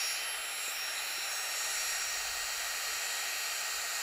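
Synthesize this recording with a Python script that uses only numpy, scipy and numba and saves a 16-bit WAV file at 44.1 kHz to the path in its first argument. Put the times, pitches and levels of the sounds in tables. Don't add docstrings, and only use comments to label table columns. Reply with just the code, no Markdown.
import sys
import numpy as np
from scipy import signal
from scipy.fft import rfft, irfft
from scipy.io import wavfile
from scipy.ndimage import uniform_filter1d
from numba import njit

SR = 44100
rng = np.random.default_rng(int(sys.argv[2]) if len(sys.argv) > 2 else 0)


def pcm_store(signal):
    levels = np.round(np.clip(np.atleast_2d(signal), -1, 1) * 32767)
    wavfile.write(sys.argv[1], SR, levels.astype(np.int16).T)


def volts_from_decibels(level):
    exponent = np.asarray(level, float) / 20
    return 10 ** exponent


N = 177365
TIME = np.arange(N) / SR
BINS_HZ = np.arange(N // 2 + 1) * SR / N
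HAND_LIFTS_S = 1.34


def level(x, db):
    return x * volts_from_decibels(db) / np.sqrt(np.mean(x ** 2))


def columns(table):
    s, *rest = np.transpose(table)
    return [np.interp(TIME, s, column) for column in rest]


def gesture(s, half):
    return np.exp(-np.abs((TIME - s) / half) ** 3)


def gestures_db(table):
    return sum(db * gesture(s, half) for s, half, db in table)


def lifted(s):
    return (1 + np.tanh((TIME - s) / 0.028)) / 2


def walk(rate):
    hold = int(SR / rate)
    steps = np.repeat(rng.standard_normal(N // hold + 1), hold)
    return 2.16 * uniform_filter1d(uniform_filter1d(steps, hold), hold)[:N]


@njit
def svf(x, hz, width):
    y, band, low = np.empty(len(x)), 0., 0.
    for i in range(len(x)):
        g, k = np.tan(np.pi * hz[i] / SR), width / hz[i]
        v = (band + g * (x[i] - low)) / (1 + g * (g + k))
        band, low, y[i] = 2 * v - band, low + 2 * g * v, k * v
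    return y


def rush(modes, centre_hz=0., flank_db=0., flicker_db=0.4):
    out, power = 0, 0
    for i, (hz, width, db) in enumerate(modes):
        track = hz + centre_hz + np.zeros(N)
        band = svf(rng.standard_normal(N), track, 1.63 * width)
        band = svf(band, track, 1.63 * width)
        gain = volts_from_decibels(db + flank_db * (i > 0))
        out = out + gain * volts_from_decibels(flicker_db * walk(6.2)) * band
        power = power + gain ** 2 * np.mean(band ** 2)
    return out / np.sqrt(power)


# (time [s], shaft rate [Hz])
SHAFT_SPEED = [(0, 621.5), (.1, 619.6), (.62, 616.7), (.8, 619.2), (.95, 617.8), (1, 615.8), (1.25, 619.2),
               (1.46, 619.8), (1.54, 618), (1.7, 623.5), (1.85, 625.4), (2, 623.5), (2.1, 625),
               (2.85, 627.5), (3.05, 626), (3.38, 628.5), (3.8, 623), (4.02, 623.7)]
# (time [s], level [dB])
BLADE_TONE = [(0, -39), (.07, -36.5), (.17, -48), (.33, -51), (.4, -61), (.49, -49.5), (.64, -49.5),
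              (.68, -48), (.85, -42.5), (1.02, -51), (1.17, -45), (1.6, -44.5), (1.9, -42.5), (2.13, -44),
              (2.29, -50), (3.6, -49.5), (3.8, -55), (4.02, -53.5)]
# (multiple of shaft rate, level under the hand [dB], level once it has lifted [dB])
STRONG_TONES = [(3, -56.5, -48.5), (5, -54.5, -54.5), (16, -62.5, -58.5), (17, -55, -61.5),
                (18, -49.5, -52.5), (19, -63, -57.5), (21, -65, -65), (22, -69, -69), (23, -59, -70),
                (24, -62, -60.5), (25, -75, -77)]
# (multiple of shaft rate, steady level [dB], level against tone 17, whose path they share [dB])
WEAK_TONES = [(1, -73, -53), (2, -62, -51), (4, -55.5, -40), (6, -60, -54), (8, -58.5, -47), (10, -70, -22),
              (12, -72, -13), (15, -69, -18), (20, -90, -15)]
# (time [s], multiple of shaft rate, half length [s], level [dB])
GLINTS = [(.07, 21, .07, 10), (.07, 24, .07, 8), (0.087, 18, 0.066, 4.5), (0.266, 5, 0.25, 5),
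          (.25, 19, .06, 4), (0.303, 18, .05, 8.5), (.3, 5, 0.053, 3), (.33, 21, .05, 5.5),
          (.37, 16, .05, 12), (.52, 17, .12, 4.5), (.64, 16, .1, 13), (.7, 19, 0.069, 7), (.7, 25, .08, 17),
          (.72, 23, .13, 7), (.75, 22, .08, 9), (1.05, 16, .1, 8), (1.05, 22, .06, 10), (1.08, 25, .1, 15),
          (1.1, 23, .12, 3), (1.2, 21, .1, 6), (1.37, 24, .09, 8), (1.48, 25, .03, 11), (1.52, 22, .1, 3),
          (1.55, 19, .13, 5), (1.84, 18, 0.27, 7), (1.9, 24, .25, 3), (2.13, 16, .12, 4),
          (3.152, 5, 0.32, 3), (3.9, 19, .2, 3.5), (3.9, 24, 0.22, 4)]
# (time [s], multiple of shaft rate, half length [s], level [dB])
NULLS = [(.02, 17, .06, -7), (.1, 3, .04, -10), (.2, 18, .03, -4), (.3, 17, .04, -5), (.35, 19, .03, -9),
         (.35, 23, .13, -10), (.45, 3, .12, -10), (.47, 19, .04, -9), (.48, 24, .05, -7), (.7, 17, .04, -9),
         (.8, 18, .08, -5), (.84, 16, .06, -9), (.86, 19, .05, -9), (.92, 17, .03, -7), (.93, 23, .05, -9),
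         (1.2, 24, .04, -6), (1.214, 18, 0.067, -12), (1.335, 18, .015, -13), (1.35, 5, .2, -12),
         (1.49, 18, .015, -12), (1.6, 18, 0.049, -11), (1.65, 16, .3, -7), (1.83, 17, .08, -7),
         (1.9, 5, 0.27, -5), (2, 19, .08, -14), (2.3, 18, 0.27, -12), (3.05, 24, .15, -6),
         (3.45, 17, .15, -7), (3.85, 18, .22, -12), (3.9, 5, 0.074, -11)]


def impeller():
    shaft_hz, = columns(SHAFT_SPEED)
    blade_db, = columns(BLADE_TONE)
    turn = 2 * np.pi * np.cumsum(shaft_hz + 0.18 * walk(40)) / SR
    free = lifted(HAND_LIFTS_S)
    tone_db = {k: held_db + (free_db - held_db) * free for k, held_db, free_db in STRONG_TONES}
    for s, k, half, db in GLINTS + NULLS:
        tone_db[k] = tone_db[k] + db * gesture(s, half)
    gains = {k: volts_from_decibels(db) for k, db in tone_db.items()}
    gains[9] = volts_from_decibels(blade_db)
    for k, steady_db, shared_db in WEAK_TONES:
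        gains[k] = volts_from_decibels(steady_db) + volts_from_decibels(shared_db) * gains[17]
    out = np.zeros(N)
    for k, gain in gains.items():
        waver = volts_from_decibels(0.6 * walk(30))
        out += np.sqrt(2) * gain * waver * np.sin(k * turn + 2 * np.pi * rng.random())
    return out


# (time [s], nearness of the pump [dB], opening past the fingers [dB],
# inlet pitch [Hz], grille pitch [Hz], spread of the jet [dB])
HAND = [(0, 3, -1, 4200, 7030, -23), (.17, 1.6, -2.5, 4500, 6990, -15), (.3, 0.5, -6.5, 4250, 7600, -1),
        (.46, -0.6, -5, 3933, 7450, -12), (.6, -0.7, -4, 4080, 7400, -17), (.68, -1.8, 1, 3970, 7340, -8),
        (.76, 0.2, -4.5, 3980, 7650, -9), (.83, 0.2, -4.5, 3970, 7000, -3), (.94, 0.6, -2.5, 3970, 7350, 0),
        (.98, -0.5, -1, 3960, 7260, -6), (1.04, -0.2, -3, 4140, 7200, -5),
        (1.29, 0.9, -3.5, 3990, 7270, -11), (1.33, -0.3, -0.5, 4070, 7160, 6),
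        (1.53, .6, -1, 4110, 7150, -1), (1.58, 1, 2, 4120, 7120, -5), (1.93, 1.2, 1, 4170, 7200, -4),
        (2.07, 0.3, -1, 4288, 7150, 0.5), (4.02, .5, -0.1, 4320, 7224, -4)]


def hand():
    return columns(HAND)


# (pitch [Hz], width [Hz], level [dB])
HOUSING = [(2406, 503, 2), (430, 187, -20.5), (753, 284, -2), (1350, 318, 1), (1586, 325, -3),
           (1928, 176, 1), (2767, 180, 0), (3290, 510, -10)]


def housing(near_db, open_db, spread_db):
    gain = volts_from_decibels(-40.5 + 0.83 * near_db + 0.02 * open_db)
    return gain * rush(HOUSING, flank_db=1.5 + 0.28 * spread_db)


# (pitch [Hz], width [Hz], level [dB])
GAP = [(5300, 1270, 0), (5950, 460, 0)]


def gap(near_db, open_db):
    return volts_from_decibels(-51.5 + 2.7 * near_db + 0.05 * open_db) * rush(GAP)


# (offset from the centre [Hz], width [Hz], level [dB])
INLET = [(-20, 350, 4), (-380, 350, 3), (352, 305, 3.5), (800, 460, -12)]
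# (time [s], half length [s], level [dB])
SLIDES = [
    (.3, .08, -0.5),
    (0.737, .05, -3.5),
    (0.943, 0.032, -2.5),
    (0.983, 0.01, 4),
    (1.2, 0.07, 2.5),
    (1.413, 0.13, -3),
    (1.68, .1, -1.5),
    (3.85, .2, -0.5),
]


def inlet(near_db, open_db, inlet_hz):
    cupped_db, pinched_db, free_db = 11, -7.5, -2
    flank_db = cupped_db + (pinched_db - cupped_db) * lifted(0.42) + (free_db - pinched_db) * lifted(1.5)
    gain = volts_from_decibels(-43 + 0.34 * near_db + 0.75 * open_db + gestures_db(SLIDES))
    return gain * rush(INLET, inlet_hz, flank_db)


# (offset from the centre [Hz], width [Hz], level [dB])
GRILLE = [(-18, 600, 1.4), (-650, 360, -2), (719, 390, 0)]


def grille(near_db, open_db, grille_hz, spread_db):
    flicker_db = 0.4 + 0.45 * gesture(1.4, 0.35)
    gain = volts_from_decibels(-42 + 0.02 * near_db + 1.39 * open_db)
    return gain * rush(GRILLE, grille_hz, spread_db, flicker_db)


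# (pitch [Hz], width [Hz], level [dB])
TIP_LOW = [(8720, 1040, 5.5), (9790, 720, 10.5), (10650, 210, 0)]
# (pitch [Hz], width [Hz], level [dB])
TIP_HIGH = [(11030, 1200, 0), (12040, 800, -2.5), (12780, 500, 4.5), (13450, 650, 1), (13900, 420, -1),
            (14500, 600, 2), (14950, 500, -3), (15400, 400, -2)]


def blade_tips(near_db, open_db):
    sleeve_db = 2 * gesture(1.5, 0.39)
    low = volts_from_decibels(-52.5 + 1.2 * near_db + 0.73 * open_db + sleeve_db) * rush(TIP_LOW)
    high = volts_from_decibels(-52.5 + 0.3 * near_db + 0.05 * open_db) * rush(TIP_HIGH)
    return low + high


def air():
    near_db, open_db, inlet_hz, grille_hz, spread_db = hand()
    body = housing(near_db, open_db, spread_db) + gap(near_db, open_db)
    openings = inlet(near_db, open_db, inlet_hz) + grille(near_db, open_db, grille_hz, spread_db)
    return body + openings + blade_tips(near_db, open_db)


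# (pitch [Hz], width [Hz], share removed [0-1])
ECHO_DIPS = [(1026, 148, 0.61), (2207, 94, 0.38), (3640, 170, 0.46)]
# (pitch [Hz], width [Hz], share removed [0-1], start [s], end [s])
HAND_DIPS = [
    (12700, 300, .65, -1, .97),
    (6200, 500, .4, .3, 0.56),
    (15750, 500, .6, .2, 1.57),
    (14450, 400, .35, .9, 2),
    (7140, 220, 0.55, 1.34, 2),
]


def echoed(x):
    for hz, width, share in ECHO_DIPS:
        x = x - share * svf(x, hz + np.zeros(N), width)
    for hz, width, share, start, end in HAND_DIPS:
        close = lifted(start) - lifted(end)
        x = x - share * close * svf(x, hz + np.zeros(N), width)
    return x


# (time [s], half length [s], level over the breeze [dB])
GUSTS = [(0, .05, 8), (.3, .13, 4), (.66, .04, 4), (.76, 0.055, 4), (.97, .05, 1), (1.15, .04, 7),
         (1.3, .1, 3), (1.86, .19, 11.5), (2.15, 0.11, 7), (2.366, 0.14, 15), (2.658, 0.11, 12),
         (2.93, 0.069, 12), (3.2, .2, 6), (3.5, .15, 4), (3.768, .05, 10), (4.02, .05, 3)]


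def wind():
    low_band = signal.butter(2, [16, 55], "bandpass", fs=SR, output="sos")
    puff = signal.sosfilt(low_band, rng.standard_normal(N))
    breeze_db = -75
    return volts_from_decibels(breeze_db + gestures_db(GUSTS)) * level(puff * volts_from_decibels(1.1 * walk(14)), 0)


# (pitch [Hz], level per Hz [dB])
MOOR = [(41, -58), (70, -14.5), (140, -13), (323, -3.5), (381, -2.5), (438, 6), (500, -4.5), (650, -43),
        (1100, -120)]


def moor():
    hz, db = np.transpose(MOOR)
    colour_db = np.interp(np.log(np.maximum(BINS_HZ, 1)), np.log(hz), db, -80, -80)
    hush = irfft(rfft(rng.standard_normal(N)) * volts_from_decibels(colour_db), N)
    return level(hush, -67)


# (time [s], low edge [Hz], high edge [Hz], level [dB])
SPLITS = [
    (.05, 4230, 5300, -46),
    (.05, 6800, 8300, -49),
    (.748, 5630, 6900, -53),
    (1.746, 5670, 7600, -44),
    (2.093, 5650, 6940, -48),
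    (2.14, 6700, 8800, -47),
    (3.046, 5670, 7750, -46),
    (3.742, 4170, 5300, -46),
    (3.742, 7600, 8900, -51),
    (3.766, 6300, 7700, -45),
]


def splits():
    out, hiss = np.zeros(N), rfft(rng.standard_normal(N))
    for s, low_hz, high_hz, db in SPLITS:
        puff = np.cos(np.pi / 2 * np.clip((TIME - s) * SR / 640, -1, 1) ** 2) ** 2
        band = irfft(hiss * (BINS_HZ > low_hz) * (BINS_HZ < high_hz), N)
        out += puff * level(band, db)
    return out * np.array([[1], [-1]])


# (start [s], end [s], low edge [Hz], high edge [Hz])
HOLES = [
    (.5, .57, 12420, 12760),
    (.27, .33, 15050, 15350),
    (.49, .54, 15050, 15330),
    (.62, .8, 15050, 15250),
    (.7, .79, 14500, 14700),
    (1.28, 1.56, 15050, 15300),
    (1.39, 1.45, 15300, 15740),
    (1.41, 1.47, 12050, 12250),
]


def thinned(x):
    lines = rfft(x)
    out = irfft(lines * (BINS_HZ < 15740), N)
    for start, end, low_hz, high_hz in HOLES:
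        gate = uniform_filter1d(1. * (TIME > start) * (TIME < end), size=500)
        out = out - gate * irfft(lines * (BINS_HZ > low_hz) * (BINS_HZ < high_hz), N)
    return out


# (time [s], peak level [dB], pitch [Hz])
BUMPS = [
    (.68, -42, 490),
    (1.099, -52, 350),
    (1.182, -45, 400),
]


def bumps():
    out = np.zeros(N)
    for s, db, hz in BUMPS:
        age = np.maximum(TIME - s, 0)
        out += volts_from_decibels(db + 3) * np.sin(2 * np.pi * hz * age) * np.exp(-age * hz / 1.5)
    return signal.sosfilt(signal.butter(2, 170, "highpass", fs=SR, output="sos"), out)


def scene():
    return np.tile(impeller() + echoed(air()) + wind() + moor() + bumps(), (2, 1))


def roll_off(x):
    return signal.sosfilt(signal.butter(12, 15970, fs=SR, output="sos"), x)


def record(dry):
    mix = thinned(dry) + splits()
    return roll_off(mix)


dry = scene()
out = record(dry)
pcm_store(out)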